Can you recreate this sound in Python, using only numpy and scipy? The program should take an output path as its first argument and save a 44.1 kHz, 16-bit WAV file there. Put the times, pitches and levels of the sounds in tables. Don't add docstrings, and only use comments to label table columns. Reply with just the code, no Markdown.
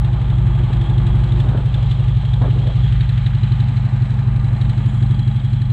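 import sys
import numpy as np
from scipy import signal
from scipy.fft import rfft, irfft
from scipy.io import wavfile
from scipy.ndimage import uniform_filter1d

SR = 44100
rng = np.random.default_rng(int(sys.argv[2]) if len(sys.argv) > 2 else 0)


def volts_from_decibels(level):
    exponent = np.asarray(level, float) / 20
    return 10 ** exponent


def wav_out(sig):
    wavfile.write(sys.argv[1], SR, np.round(np.clip(np.atleast_2d(sig).T, -1, 1) * 32767).astype(np.int16))


N = 252252
TIME = np.arange(N) / SR
FREQ = np.maximum(np.arange(N // 2 + 1) * SR / N, 1)


def level(x, db):
    return x * volts_from_decibels(db) / np.sqrt(np.mean(x ** 2))


def curves(table, along=TIME):
    s, *columns = np.transpose(table)
    return [np.interp(along, s, c) for c in columns]


def colour(x, points, lo_hz=1, hi_hz=30000, peaks=()):
    hz, db = np.transpose(points)
    db = np.interp(np.log(FREQ), np.log(hz), db)
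    for centre, width, top_db in peaks:
        db = db + top_db / (1 + (2 * (FREQ - centre) / width) ** 2)
    low_cut = 1 / (1 + (lo_hz / FREQ) ** 8)
    high_cut = 1 / (1 + (FREQ / hi_hz) ** 8)
    return irfft(rfft(x) * volts_from_decibels(db) * np.sqrt(low_cut * high_cut), N)


def drift(rate):
    k = int(SR / rate)
    held = np.repeat(rng.standard_normal(N // k + 1), k)
    return uniform_filter1d(uniform_filter1d(held, k), k)[:N]


def rings(times, dbs, modes, detune=0.025, scatter_db=0., size=8820):
    out = np.zeros(N)
    chance = rng.standard_normal((len(times), len(modes), 2))
    for s, db, draws in zip(times, dbs, chance):
        start = int(s * SR) - SR // 40
        part = slice(max(start, 0), start + size)
        for (hz, arrival, decay, power, mode_db), (bend, spread) in zip(modes, draws):
            ms = np.maximum((TIME[part] - s) * 1000 - arrival, 0)
            swell = (ms / (power * decay)) ** power * np.exp(power - ms / decay)
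            turns = hz * (1 + detune * bend) * ms / 1000
            loudness = volts_from_decibels(db + mode_db + scatter_db * spread)
            out[part] += loudness * swell * np.sin(2 * np.pi * turns)
    return out


def bursts(times, dbs, rise_ms, fall_ms):
    marks = np.zeros(N)
    index = (times * SR).astype(int)
    inside = (index >= 0) & (index < N)
    marks[index[inside]] = volts_from_decibels(dbs[inside])
    ms = np.arange(SR // 20) / SR * 1000
    puff = (1 - np.exp(-ms / rise_ms)) ** 2 * np.exp(-ms / fall_ms)
    return signal.fftconvolve(marks, puff)[:N]


def wind():
    # time in seconds, flutter level in dB
    breeze = [(0, -47), (.9, -46.5), (1.45, -44), (2.25, -51.5), (2.6, -46.5), (2.85, -51), (3.45, -56.5),
              (4.2, -49.5), (4.9, -53.5), (5.72, -57.5)]
    # frequency in Hz, density in dB per Hz
    gust_tone = [(60, -17.5), (150, -12.5), (250, -10), (400, -16), (800, -20), (1500, -30), (3000, -53),
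                 (8000, -120)]
    # peak in seconds, level in dB, half length in ms
    gusts = [(1.44, -38.5, 24), (1.5, -40.5, 31), (1.555, -33.5, 22), (1.6, -47, 9.4), (1.68, -62, 37),
             (1.78, -39.5, 45), (2.0, -39.5, 27), (2.1, -50, 10), (2.24, -40, 15), (2.37, -46, 12),
             (2.419, -24.5, 13), (2.444, -26, 20), (2.483, -32, 7.9), (2.575, -38, 9.8), (2.615, -51, 12),
             (2.649, -40, 13.5), (2.69, -41.5, 15), (2.8, -45, 10), (3.84, -44.5, 17), (4.55, -51.5, 75),
             (4.81, -43, 22)]
    # time in seconds, pitch in Hz, level in dB
    edge_whistle = [
        (2.5, 370, -60),
        (2.57, 390, -38.5),
        (2.63, 440, -39),
        (2.7, 560, -36.5),
        (2.74, 600, -60),
    ]
    puffs = np.zeros(N)
    for s, db, half in gusts:
        side = half * np.where(TIME < s, 0.52, 1)
        puffs += volts_from_decibels(db) * np.exp(-((TIME - s) * 1000 / side) ** 2 / 2)
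    flutter = volts_from_decibels(curves(breeze)[0] + 8)
    ragged = colour(rng.standard_normal(N) * volts_from_decibels(3 * drift(120)), gust_tone)
    rumble = colour(rng.standard_normal(N), [(20, 10.0), (80, -8.5)], 34, 62)
    rumble_db = -37.5 + 5 * drift(5.1)
    hz, whistle_db = curves(edge_whistle)
    breathy = colour(rng.standard_normal(N), [(20, 0.1), (90, -3), (400, -24), (2000, -90)])
    whistle = level(breathy * np.sin(2 * np.pi * np.cumsum(hz) / SR), whistle_db)
    return whistle + level(ragged, 0) * (puffs + flutter) + level(rumble, rumble_db + .5)


def whine(angle, away):
    # angle in degrees, mesh in dB, overtone in dB
    singing = [(0, -62, -75.5), (20, -46.5, -71.5), (40, -65, -74.5), (70, -45.5, -76), (84, -45, -70.5),
               (100, -47.5, -68), (130, -60.5, -75), (155, -52.5, -64), (173, -48.5, -79), (175, -52, -80)]
    shade_db = -13 * away
    mesh_db, overtone_db = curves(singing, angle)
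    noise = rng.standard_normal((2, N)) * volts_from_decibels(4 * drift(60))
    mesh = colour(noise[0], [(2650, -70), (3170, -8), (3290, 0), (3420, -8), (3950, -70)])
    overtone = colour(noise[1], [(6500, -70), (7030, -5), (7100, 0), (7170, -5), (7700, -70)])
    return level(mesh, mesh_db + shade_db - 0.5) + level(overtone, overtone_db + shade_db - 2.5)


def machinery(first, second, first_db, second_db, angle, away):
    # angle in degrees, then cases, gears, valve gear and fine hiss in dB
    radiation = [(0, -41, -49, -47.5, -68.5), (22, -40, -45.5, -46, -65), (60.3, -44, -48.5, -46.5, -66),
                 (81.7, -42, -48.5, -42.5, -71.5), (105, -46.5, -43, -44, -68),
                 (127, -42.5, -45, -44.5, -66.5), (157, -43, -46, -49, -60.5),
                 (181, -46.5, -49, -49.5, -65.5)]
    # frequency in Hz, density in dB per Hz
    muffle = [(300, -16.5), (600, -14), (1500, -21.5), (2600, -25), (3300, -26.5), (4000, -26.5),
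              (4600, -40.5), (5600, -45.5), (7000, -38), (8400, -34), (9500, -52.5), (11000, -53),
              (13000, -59.5), (16000, -72)]
    # centre in Hz, width in Hz, height in dB
    case_peaks = [(832.7, 100, 10), (1197, 59, 7.5), (1672, 120, 2.5), (3100, 250, 4), (7650, 280, 4)]
    # frequency in Hz, density in dB per Hz
    tick_tone = [(1200, -23), (1700, 9.5), (2500, -14), (3300, 8), (4000, -16), (4600, -24.5),
                 (5500, -31.5), (9000, -59.5)]
    # pitch in Hz, arrival in ms, decay in ms, build-up power, level in dB
    both_covers = [(1756, -7, 2.7, 1.2, -10.5), (3236, -4, 2.5, 1.4, -12)]
    rear_cover = [(3550, -9, 1.9, 2.4, -5.5)]
    front_cover = [(3930, -9, 1.9, 2.4, -3.5), (4500, -9, 1.5, 2.2, -16)]

    cases_db, gears_db, valves_db, hiss_db = curves(radiation, angle)
    hiss_db = hiss_db - 3 * away
    times, dbs = np.r_[first, second], np.r_[first_db, second_db]
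    ticks = bursts(times - .0095, dbs - .4, 2.7, 5.6)
    snap_db = .5 * dbs - np.repeat([0, 10], len(first))
    snaps = bursts(times - .0095, snap_db, 3.2, 6.5)
    accent = snaps / snaps.max()
    tap_times = rng.uniform(0, N / SR, N // 700)
    taps = 1 + 0.6 * bursts(tap_times, -5 * rng.exponential(size=N // 700), .6, 5.5)
    puff = bursts(second - .018, 0 * second, 2.8, 8.2)
    noise = rng.standard_normal((6, N))

    cases = colour(noise[0], muffle, 690, 1400, case_peaks)
    cases = level(cases, cases_db - 1.5 + 0.36 * drift(18)) * (1 + 1.2 * puff)
    gears = colour(noise[1] * (taps + accent), muffle, 1500, 2600, case_peaks)
    gears = level(gears, gears_db + 0.42 * drift(12))
    valves = colour(noise[2] * (taps + 2.1 * accent), muffle, 2600, 5200, case_peaks)
    valves = level(valves, valves_db + 1.2 * drift(7.3))
    middle = colour(valves, [(1, 0), (2, 0)], 2500, 3650)
    valves = valves + (volts_from_decibels(-11 * away) - 1) * middle
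    hiss = colour(noise[3] * taps, muffle, 4700, peaks=case_peaks)
    hiss = level(hiss, hiss_db + 1.2 * drift(21))

    tick = level(colour(noise[4], tick_tone), -4.5) * ticks
    covers = rings(times, dbs, both_covers, .03, 0.36, size=2205)
    front_db = 14 * np.tanh((np.interp(times, TIME, angle) - 96) / 30)
    for cover, lean_db in [(rear_cover, -front_db), (front_cover, front_db)]:
        covers = covers + rings(times, dbs + np.minimum(lean_db, 0), cover, .025, 2.3, size=2205)
    snap = level(colour(noise[5] * snaps, muffle, 4600), hiss_db - 0.5)
    return cases + gears + valves + hiss + tick + covers + snap


def exhaust(first, second, first_db, second_db, angle):
    # angle in degrees, then boom, edge, rasp and knock in dB
    radiation = [(0, -19, -37.5, -36, 0), (33.8, -17, -30.5, -30, -5), (60.3, -22, -49, -57.5, -9.5),
                 (102, -20, -41, -48.5, -5), (129, -25, -30, -62.5, -4.5), (162, -24, -26.5, -52.5, 3.5),
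                 (179, -28, -28.5, -61, -1)]
    # pitch in Hz, arrival in ms, decay in ms, build-up power, level in dB
    first_boom = [(54, -7.5, 7, 3.5, -9), (181, -15, 9, 2.5, -17.5)]
    second_boom = [(57, -22, 10, 3.5, 0), (181, -4, 9, 2.5, -13.5)]
    first_bark = [(105, -22.5, 13, 3.5, -24), (117.5, -23, 5, 4, -9), (147, -17, 4, 6, -22.5)]
    second_bark = [(110.5, -23.5, 4.3, 6, -8.5), (124.5, -22.5, 8, 3.5, -11.5), (158.5, -12, 5, 7, -21)]
    first_edge = [(204.9, -13, 14, 2.7, -5.5), (244, -13.5, 5.8, 4.2, -10), (262.8, -13, 10, 2.8, -16)]
    second_edge = [(210.8, 0.5, 11.5, 2.2, -1.5), (235.2, -4.5, 32, 0.77, -17.5),
                   (277.4, -6, 6.1, 1.5, -21)]
    rasp_modes = [(348.8, -13.5, 35, 1.3, 0)]
    knock_modes = [(322, -21, 3.2, 2.5, -39)]
    boom_db, edge_db, rasp_db, knock_db = curves(radiation, angle)
    tight, loose, uneven_db = .006, .015, 1.5

    def pair(one, two, detune, scatter_db=0.):
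        ring = rings(first, first_db, one, detune, scatter_db)
        return ring + rings(second, second_db, two, detune, scatter_db)

    boom = level(pair(first_boom, second_boom, loose, uneven_db), boom_db - .6)
    edge = level(pair(first_edge, second_edge, loose, uneven_db), edge_db - 4.5)
    rasp = level(pair(rasp_modes, rasp_modes, loose, uneven_db), rasp_db - 8.5)
    bark = pair(first_bark, second_bark, tight)
    knock = rings(first, first_db, knock_modes, loose, uneven_db) * volts_from_decibels(knock_db)
    return bark + knock + boom + edge + rasp


def marked(times, usual, events):
    s, db = np.transpose(events)
    out = usual.copy()
    out[np.abs(times - s[:, None]).argmin(axis=1)] = db
    return out


def scene():
    # time in seconds, crank running late in ms
    hunt = [(0, 0.1), (.64, -1.46), (.73, 8), (.98, 5), (1.15, 9), (1.32, 7.5), (1.4, 4), (1.49, 6.5),
            (2.25, 10), (2.46, 9.5), (3.13, 7), (3.51, 12.2), (3.6, 11), (3.94, 6), (4.53, 10.5),
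            (5.12, -1.5), (5.29, -3), (5.72, 0.8)]
    # time in seconds, level in dB
    lean = [(.05, -3.5), (.22, -5.5), (.64, -7), (.82, -8), (1.33, -3), (1.41, -4.5), (1.5, -4),
            (1.58, -5.5), (2.68, -8), (3.02, -4), (3.53, -4.5), (3.69, -4.5), (3.86, -9.5), (4.03, -7.5),
            (4.37, -3), (4.54, -7.5), (4.62, -1.5), (4.7, -8), (4.87, -6), (4.95, -3), (5.2, -6),
            (5.28, -4), (5.37, -8), (5.71, -6)]
    # time in seconds, level in dB
    hard_ticks = [(.73, -33), (.82, -32), (.99, -33), (1.07, -30), (1.24, -35), (1.33, -35.5),
                  (1.41, -28.5), (1.75, -30), (1.92, -29.5), (2.34, -31.5), (2.68, -34), (3.02, -29.5),
                  (3.1, -32), (3.27, -30), (3.44, -31.5), (4.62, -31.5), (5.2, -34)]
    # time in seconds, angle from the tail in degrees
    path = [
        (0, 9),
        (1.3, 25.7),
        (1.7, 65),
        (2.6, 65),
        (3.0, 109),
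        (3.5, 130),
        (4.6, 145),
        (5.0, 158),
        (5.72, 186),
    ]
    # time in seconds, share turned away 0-1
    swing = [
        (3.55, 0.14),
        (3.95, 1),
        (4.3, 1.01),
        (4.5, 1),
        (4.65, 0.1),
    ]

    cycle_s, start_s, second_share = .0844, -.0312, .428
    steady = np.arange(start_s, N / SR, cycle_s)
    first = steady + curves(hunt, steady)[0] / 1000
    gaps = np.diff(first)
    second = first + second_share * np.r_[gaps, gaps[-1]]
    chance = np.clip(rng.standard_normal((len(first), 4)).T, -2, 1.5)
    shade_db = -2.5 * curves(swing, first)[0]
    first_db = 1.9 + 1.2 * chance[0]
    second_db = marked(first, -3 + 1.33 * chance[1], lean)
    tick_db = marked(first, -38 + shade_db + 3 * chance[2], hard_ticks)
    tock_db = -43.5 + shade_db + 3 * chance[3]

    angle, away = curves(path)[0], curves(swing)[0]
    pipes = exhaust(first, second, first_db, second_db, angle)
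    engine = machinery(first, second, tick_db, tock_db, angle, away)
    return (wind() + whine(angle, away) + engine + pipes)[None]


def low_pass(x):
    return signal.sosfilt(signal.butter(12, 15700, fs=SR, output="sos"), x)


def record(dry):
    drive = 1.1
    rounded = np.tanh(drive * volts_from_decibels(.7) * dry) / drive
    return low_pass(rounded)


dry = scene()
out = record(dry)
wav_out(out)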